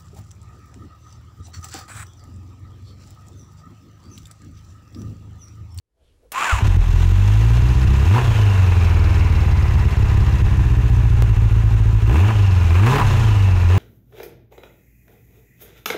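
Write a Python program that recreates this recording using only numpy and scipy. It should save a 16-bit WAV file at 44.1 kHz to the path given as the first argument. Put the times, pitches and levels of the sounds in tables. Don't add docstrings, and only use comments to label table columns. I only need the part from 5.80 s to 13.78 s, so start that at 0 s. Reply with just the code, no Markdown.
import sys
import numpy as np
from scipy import signal
from scipy.fft import rfft, irfft, next_fast_len
from scipy.io import wavfile
from scipy.ndimage import uniform_filter1d, minimum_filter1d, map_coordinates

SR = 44100
rng = np.random.default_rng(int(sys.argv[2]) if len(sys.argv) > 2 else 0)


def generate_wav(sig):
    pcm = np.round(np.clip(np.atleast_2d(sig).T, -1, 1) * 32767).astype(np.int16)
    wavfile.write(sys.argv[1], SR, pcm)


N = 351918
TIME = np.arange(N) / SR
CATCH_S, CLICK_S = .823, 5.4233


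def amp(db):
    return 10 ** (np.asarray(db) / 20)


def unit(x):
    return x / np.sqrt(np.mean(x ** 2) + 1e-20)


def curves(rows):
    time_s, *columns = np.transpose(rows)
    return [np.interp(TIME, time_s, column) for column in columns]


def wobble(rate):
    return map_coordinates(rng.standard_normal(int(N * rate / SR) + 4), [TIME * rate])


def coloured(x, points, peaks=()):
    size = 2 * next_fast_len(N // 2 + SR // 4)
    hz = np.fft.rfftfreq(size, 1 / SR)
    freq_hz, gain_db = np.transpose(points)
    db = np.interp(np.log(hz + 1), np.log(freq_hz), gain_db)
    for centre, width, lift in peaks:
        db = db + lift / (1 + (2 * (hz - centre) / width) ** 2)
    cepstrum = irfft(np.log(amp(db)))
    cepstrum[1:size // 2] *= 2
    cepstrum[size // 2 + 1:] = 0
    return irfft(rfft(x, size) * np.exp(rfft(cepstrum)))[:N]


def impulses(times, sizes):
    return np.bincount(np.round(np.asarray(times) * SR).astype(int), sizes, N)[:N]


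def dying(x, t60):
    return signal.lfilter([1], [1, -amp(-60 / (t60 * SR))], x)


def levelled(x, window_s):
    size = int(window_s * SR)
    power = np.abs(uniform_filter1d(uniform_filter1d(x ** 2, size), size))
    return x / np.sqrt(power + np.mean(x ** 2) / 20)


# freq_hz, gain_db
AIR_EQ = [(15, -13), (25, -10.5), (68, -5), (187, -28), (475, -22), (631, -34), (1680, -40), (3050, -43),
          (12000, -47), (15600, -81), (22000, -120)]
def street_air():
    air_db, = curves([(.05, -82), (.15, -73), (.24, -59.5), (.5, -58.5)])
    return amp(air_db) * unit(coloured(rng.standard_normal(N), AIR_EQ))


# centre_s, half_width_s, pitch_hz, level_db
HAND_SCUFFS = [(.21, 0.044, 574, -69), (.28, 0.067, 3220, -72), (.45, 0.027, 455, -57)]
def hand():
    sound = np.zeros(N)
    for centre_s, half_width_s, hz, db in HAND_SCUFFS:
        band = [(hz / 2, -20), (hz, 0), (hz * 2, -24), (hz * 10, -45)]
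        rub = unit(coloured(rng.standard_normal(N), band))
        sound += amp(db) * np.exp(-((TIME - centre_s) / half_width_s) ** 2) * rub
    return sound


# time_s, pitch_hz, level_db
STARTER_WHINE = [(.52, 399, -63), (.555, 495, -31), (.625, 607, -25), (.642, 800, -38), (.654, 880, -23),
                 (.67, 805, -27), (.717, 686, -16.5), (.748, 520, -27), (.8, 440, -35), (.88, 300, -70)]
# pitch_ratio, gain_db
MESH_PARTIALS = [(1, -13.5), (2, 7.5), (2.3, -12), (2.998, -6), (4, -18)]
# freq_hz, gain_db
GRIND_EQ = [(40, -18), (200, -19), (520, -14.5), (850, -2.5), (1500, -6), (2700, -7.5), (3300, -14),
            (4700, -22.5), (6300, -20.5), (7200, -17), (9000, -26.5), (12000, -33), (15500, -35)]
# centre_hz, width_hz, lift_db
STARTER_PEAKS = [(1150, 350, 6), (2600, 350, 4), (7050, 500, 4)]
def starter():
    on_s, off_s, attack_s, release_s, grind_db = .519, .72, 0.036, 0.074, -22
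    mesh_hz, whine_db = curves(STARTER_WHINE)
    angle = 2 * np.pi * np.cumsum(mesh_hz * (1 + .013 * wobble(250))) / SR
    whine = unit(sum(amp(db + 2.5 * wobble(120)) * np.sin(k * angle) for k, db in MESH_PARTIALS))
    grit = amp(2.6 * wobble(300)) * rng.standard_normal(N)
    grind = unit(coloured(grit, GRIND_EQ, STARTER_PEAKS))
    attack = 1 - np.exp(-np.maximum(TIME - on_s, 0) / attack_s)
    release = np.exp(-(np.maximum(TIME - off_s, 0) / release_s) ** 2)
    relay = dying(impulses([on_s], [amp(-26)]), t60=.06) * rng.standard_normal(N)
    spinning = (TIME > on_s) & (TIME < STARTER_WHINE[-1][0])
    return relay + spinning * amp(whine_db) * whine + amp(grind_db) * attack ** 1.5 * release * grind


# start_s, relative_db
COLD_COUGHS = [(0.725, 2.5), (0.744, -3.5), (0.775, -8)]
def coughs():
    start_s, db = np.transpose(COLD_COUGHS)
    cold_pipe = [(12, -4), (45, 11.5), (90, 18.5), (140, -20), (400, -56), (1200, -70)]
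    thumps = (TIME >= start_s[0]) * coloured(impulses(start_s, amp(db)), cold_pipe)
    return 0.56 * thumps / np.abs(thumps).max()


# time_s, firing_hz
IDLE_SPEED = [(.82, 30.4), (.9, 46.9), (1, 40.9), (1.2, 42.6), (1.66, 56.4), (2.2, 68.2), (3.3, 72.3),
              (4.4, 66.3), (5.6, 55.5), (6.25, 54), (8, 70.8)]
# open_s, shut_s, added_firing_hz, twist_s, opening_fraction
THROTTLE_BLIPS = [(2.205, 2.399, 56.4, .17, .85), (6.258, 6.5, 54.4, .04, .65),
                  (6.881, 7.201, 68.4, .17, 1), (7.866, 8.064, 34.9, .1, .8)]
def crank():
    coast_s, snap_shut_s, starve_s = .438, 0.024, 0.049
    speed, = curves(IDLE_SPEED)
    throttle, starved = np.zeros(N), np.zeros(N)
    for open_s, shut_s, added_hz, twist_s, opening in THROTTLE_BLIPS:
        rise = np.sin(np.pi / 2 * np.clip((TIME - open_s) / (shut_s - open_s), 0, 1)) ** 2
        since_shut = np.maximum(TIME - shut_s, 0)
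        speed += added_hz * rise * np.exp(-since_shut / coast_s)
        twist = np.clip((TIME - open_s) / twist_s, 0, 1)
        throttle += opening * twist * np.exp(-since_shut / snap_shut_s)
        starved += opening * np.exp(-((TIME - shut_s) / starve_s) ** 2)
    return speed, throttle, starved


def pulling(speed):
    knee_hz_per_s = 4.1
    change = uniform_filter1d(np.gradient(speed) * SR, size=SR // 10)
    return (1 + np.tanh(change / knee_hz_per_s)) / 2


def cylinders(times):
    return (np.arange(len(times)) + 2 * (times > CLICK_S)) % 4


# freq_hz, gain_db
RASP_EQ = [(90, -30.5), (200, 12), (280, 0.5), (420, 6.5), (530, -0.5), (700, -0.5), (950, -3),
           (1300, -2.5), (1700, -1.5), (2100, -5.5), (2700, -1.5), (3500, -22), (4700, -30), (14000, -34.5)]
# centre_hz, width_hz, lift_db
SILENCER_PEAKS = [(808, 96, 5), (996, 200, 9.5), (1224, 77, 4), (1417, 21, 6), (1707, 30, 3.5)]
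# time_s, rasp_db, rattle_db
WARM_UP = [(.86, 2.5, 10), (.93, 2, 3.5), (1.1, -0.5, 4), (1.2, 1.5, 7.5), (1.7, 1, 5), (2.6, 0, 0.5),
           (3.15, 1, -1), (4.4, .5, 0), (5.3, -1.5, -0.5), (6.2, -1.5, 0), (6.7, -2, -2), (7.33, 1.5, 2),
           (7.6, -2, -2), (7.98, 0, -1.5)]
def rasp(times, throttle, octaves, starved):
    idle_db, db_per_octave, open_db, starve_db = -33.5, 5.5, -24.5, -0.5
    leaky = np.where(cylinders(times) == 1, 2.2, 1)
    sizes = leaky * amp(3 * rng.standard_normal(len(times)))
    puffs = unit(dying(impulses(times, sizes), t60=.04))
    flow = 1 + (0.38 + 1.5 * throttle) * puffs
    gas = coloured(flow * rng.standard_normal(N), RASP_EQ, SILENCER_PEAKS)
    catch_db = 7.5 * np.exp(-((TIME - CATCH_S) / 0.044) ** 2)
    drift_db, _ = curves(WARM_UP)
    level = np.hypot(amp(idle_db + db_per_octave * octaves + catch_db + drift_db), throttle * amp(open_db))
    return level * amp(starve_db * starved) * levelled(gas, window_s=0.045)


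# freq_hz, gain_db
RATTLE_EQ = [(500, -9), (1500, 8), (2700, 7), (3700, 6), (4600, -2), (6300, 0), (7300, -3), (8500, -8.5),
             (11000, -11), (14500, -12), (16000, -22)]
# centre_hz, width_hz, lift_db
CASE_PEAKS = [(2630, 80, 4.5), (2760, 24, 10), (4170, 50, 4), (6230, 130, 4), (6590, 55, 6), (6990, 40, 6),
              (7300, 45, 6), (8050, 80, 4), (8420, 30, 5)]
def rattle(phase, throttle, octaves, starved):
    idle_db, db_per_octave, open_db, starve_db = -42.5, 4.5, -38, -5
    times = np.interp(np.arange(.7, phase[-1]), phase, TIME)
    sizes = amp(4 * rng.standard_normal(len(times)))
    knocks = unit(dying(impulses(times, sizes), t60=.05))
    clatter = (1 + 0.41 * knocks) * rng.standard_normal(N)
    _, drift_db = curves(WARM_UP)
    level = np.hypot(amp(idle_db + db_per_octave * octaves + drift_db), throttle * amp(open_db))
    return level * amp(starve_db * starved) * unit(coloured(clatter, RATTLE_EQ, CASE_PEAKS))


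def gear_whine(cycle, speed, pull):
    teeth_per_firing, coasting_db, pulling_db = 28.4, -41.5, -45
    band_hz, band_octaves = 2450, 0.59
    load = amp(-4 * np.cos(np.pi * (cycle + .25) / 2) + 2.5 * wobble(200))
    sway = -1.7 * np.sin(np.pi * cycle / 2) + 1.3 * wobble(330)
    whine = unit(load * np.sin(2 * np.pi * teeth_per_firing * cycle + sway))
    carried = np.exp(-(np.log2(teeth_per_firing * speed / band_hz) / band_octaves) ** 2)
    return amp(coasting_db + (pulling_db - coasting_db) * pull) * carried * whine


MISFIRE_TIMES = [1.81, 1.94, 2.07, 2.52, 2.9, 5.02, 5.15, 5.29, 5.55, 5.69, 6.11, 6.2, 6.265, 6.46]
def firings(phase, pull):
    weak_coasting, weak_pulling = 0.024, 0.76
    coasting_db, pulling_db, cold_db = 3, 1.3, 9
    times = np.interp(np.arange(phase[-1]), phase, TIME)
    load = np.interp(times, TIME, pull)
    cold = np.exp(-(times - CATCH_S) / 0.4)
    weak = weak_coasting + (weak_pulling - weak_coasting) * np.maximum(load, cold)
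    scatter_db = coasting_db + (pulling_db - coasting_db) * load + cold_db * cold
    sizes = np.where(cylinders(times) == 3, weak, 1) * amp(scatter_db * rng.standard_normal(len(times)))
    failed = np.abs(times[:, None] - MISFIRE_TIMES).argmin(axis=0)
    sizes[failed] *= .12
    return times, sizes


# freq_hz, gain_db
PIPE_EQ = [(12, -54.5), (28, -3.5), (41, 9.5), (70, 2), (100, 10.5), (118, 3), (135, -6), (160, -15.5),
           (240, -25), (268, -40.5), (350, -32.5), (440, -30.5), (480, -48.5), (1200, -69.5)]
# centre_hz, width_hz, lift_db
CHAMBER_PEAKS = [(193.2, 22, 9), (311.4, 60, 17), (412.5, 20, 5)]
def boom(times, sizes, throttle, octaves, starved):
    idle_db, db_per_octave, open_lift_db, starve_db, suck_hz = -10, -2, 2.5, -4.5, 24
    pulses = impulses(times, sizes)
    suck_back = 2 * signal.lfilter(*signal.butter(1, suck_hz, fs=SR), pulses)
    body = coloured(pulses - suck_back, PIPE_EQ, CHAMBER_PEAKS)
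    edge = coloured(body, [(120, -23.5), (190, 10.5), (400, 9.5), (900, 10.5)])
    level = amp(idle_db + db_per_octave * octaves + open_lift_db * throttle + starve_db * starved)
    caught = TIME >= times[0]
    return caught * level * levelled(body + (0.058 + 0.91 * throttle) * edge, window_s=.14)


# time_s, level_db
TAPPET_LEVEL = [(.8, -70), (1.9, -49.5), (2.4, -54), (3.1, -50), (4.5, -51), (5.4, -79), (6.2, -77),
                (6.6, -52.5), (7.98, -53)]
# pitch_hz, gain_db, t60_s
TAPPET_MODES = [(4000, 5.5, 0.12), (4460, 4.5, 0.094), (4930, 4.5, 0.063), (5340, 6, 0.063),
                (5900, -18, 0.06)]
def tappet(phase):
    ticks, t = np.zeros(N + SR), TIME[:SR // 8]
    attack = 1 - np.exp(-t / 0.0066)
    times = np.interp(np.arange(.6, phase[-1]), phase, TIME)
    for start_s in times[cylinders(times) == 3]:
        ring = np.zeros(len(t))
        for hz, db, t60 in TAPPET_MODES:
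            decay = amp(db + rng.normal(0, 1.5) - 60 * t / t60)
            ring += decay * np.sin(2 * np.pi * (hz * t + rng.random()))
        scrape = 5.5 * amp(-60 * t / 0.1) * rng.standard_normal(len(t))
        ticks[round(start_s * SR):][:len(t)] += (ring + scrape) * attack
    level_db, = curves(TAPPET_LEVEL)
    presence = [(1500, -21), (3500, 5.5), (5500, 10), (8000, -26), (15000, -18)]
    return amp(level_db) * unit(coloured(ticks[:N], presence))


# start_s, relative_db
PIPE_BARKS = [(2.359, -8.5), (2.382, -15), (3.981, -19), (6.503, -11.5), (7.065, -8.5), (7.097, -11.5),
              (7.12, -9), (7.156, -4.5), (7.185, -9), (7.2, -9), (7.213, -8)]
def barks():
    start_s, db = np.transpose(PIPE_BARKS)
    crack = [(200, -12), (600, -9), (1000, 0), (1600, -7), (2500, -13), (5000, -26), (14000, -38)]
    gas = coloured(rng.standard_normal(N), crack, SILENCER_PEAKS)
    return 0.3 * unit(gas) * dying(impulses(start_s, amp(db)), t60=0.095)


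def click():
    return dying(impulses([CLICK_S], [amp(-8.0)]), t60=0.015)


def scene():
    idle_hz, lope_db = 60, 0.5
    speed, throttle, starved = crank()
    pull, octaves = pulling(speed), np.log2(speed / idle_hz)
    phase = np.cumsum(speed) / SR
    phase -= np.interp(CATCH_S, TIME, phase)
    times, sizes = firings(phase, pull)
    cycle = phase + 2 * (TIME > CLICK_S)
    lope = amp(lope_db * idle_hz / speed * np.sin(np.pi / 2 * cycle))
    noises = lope * (rasp(times, throttle, octaves, starved) + rattle(phase, throttle, octaves, starved))
    fade_in = np.clip((TIME - .75) / 0.05, 0, 1)
    engine = fade_in * (noises + tappet(phase) + gear_whine(cycle, speed, pull))
    exhaust = coughs() + boom(times, sizes, throttle, octaves, starved)
    return (starter() + exhaust + engine + barks() + click() + street_air() + hand())[None]


def record(dry):
    ceiling, window, top_hz = .51, int(.012 * SR), 15750
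    needed = ceiling / np.maximum(np.abs(dry), ceiling)
    gain = uniform_filter1d(minimum_filter1d(needed, window), window)
    size = next_fast_len(N + SR // 4)
    passband = np.fft.rfftfreq(size, 1 / SR) < top_hz
    return irfft(rfft(dry * gain, size) * passband, size)[:, :N]


dry = scene()
out = record(dry)
generate_wav(out)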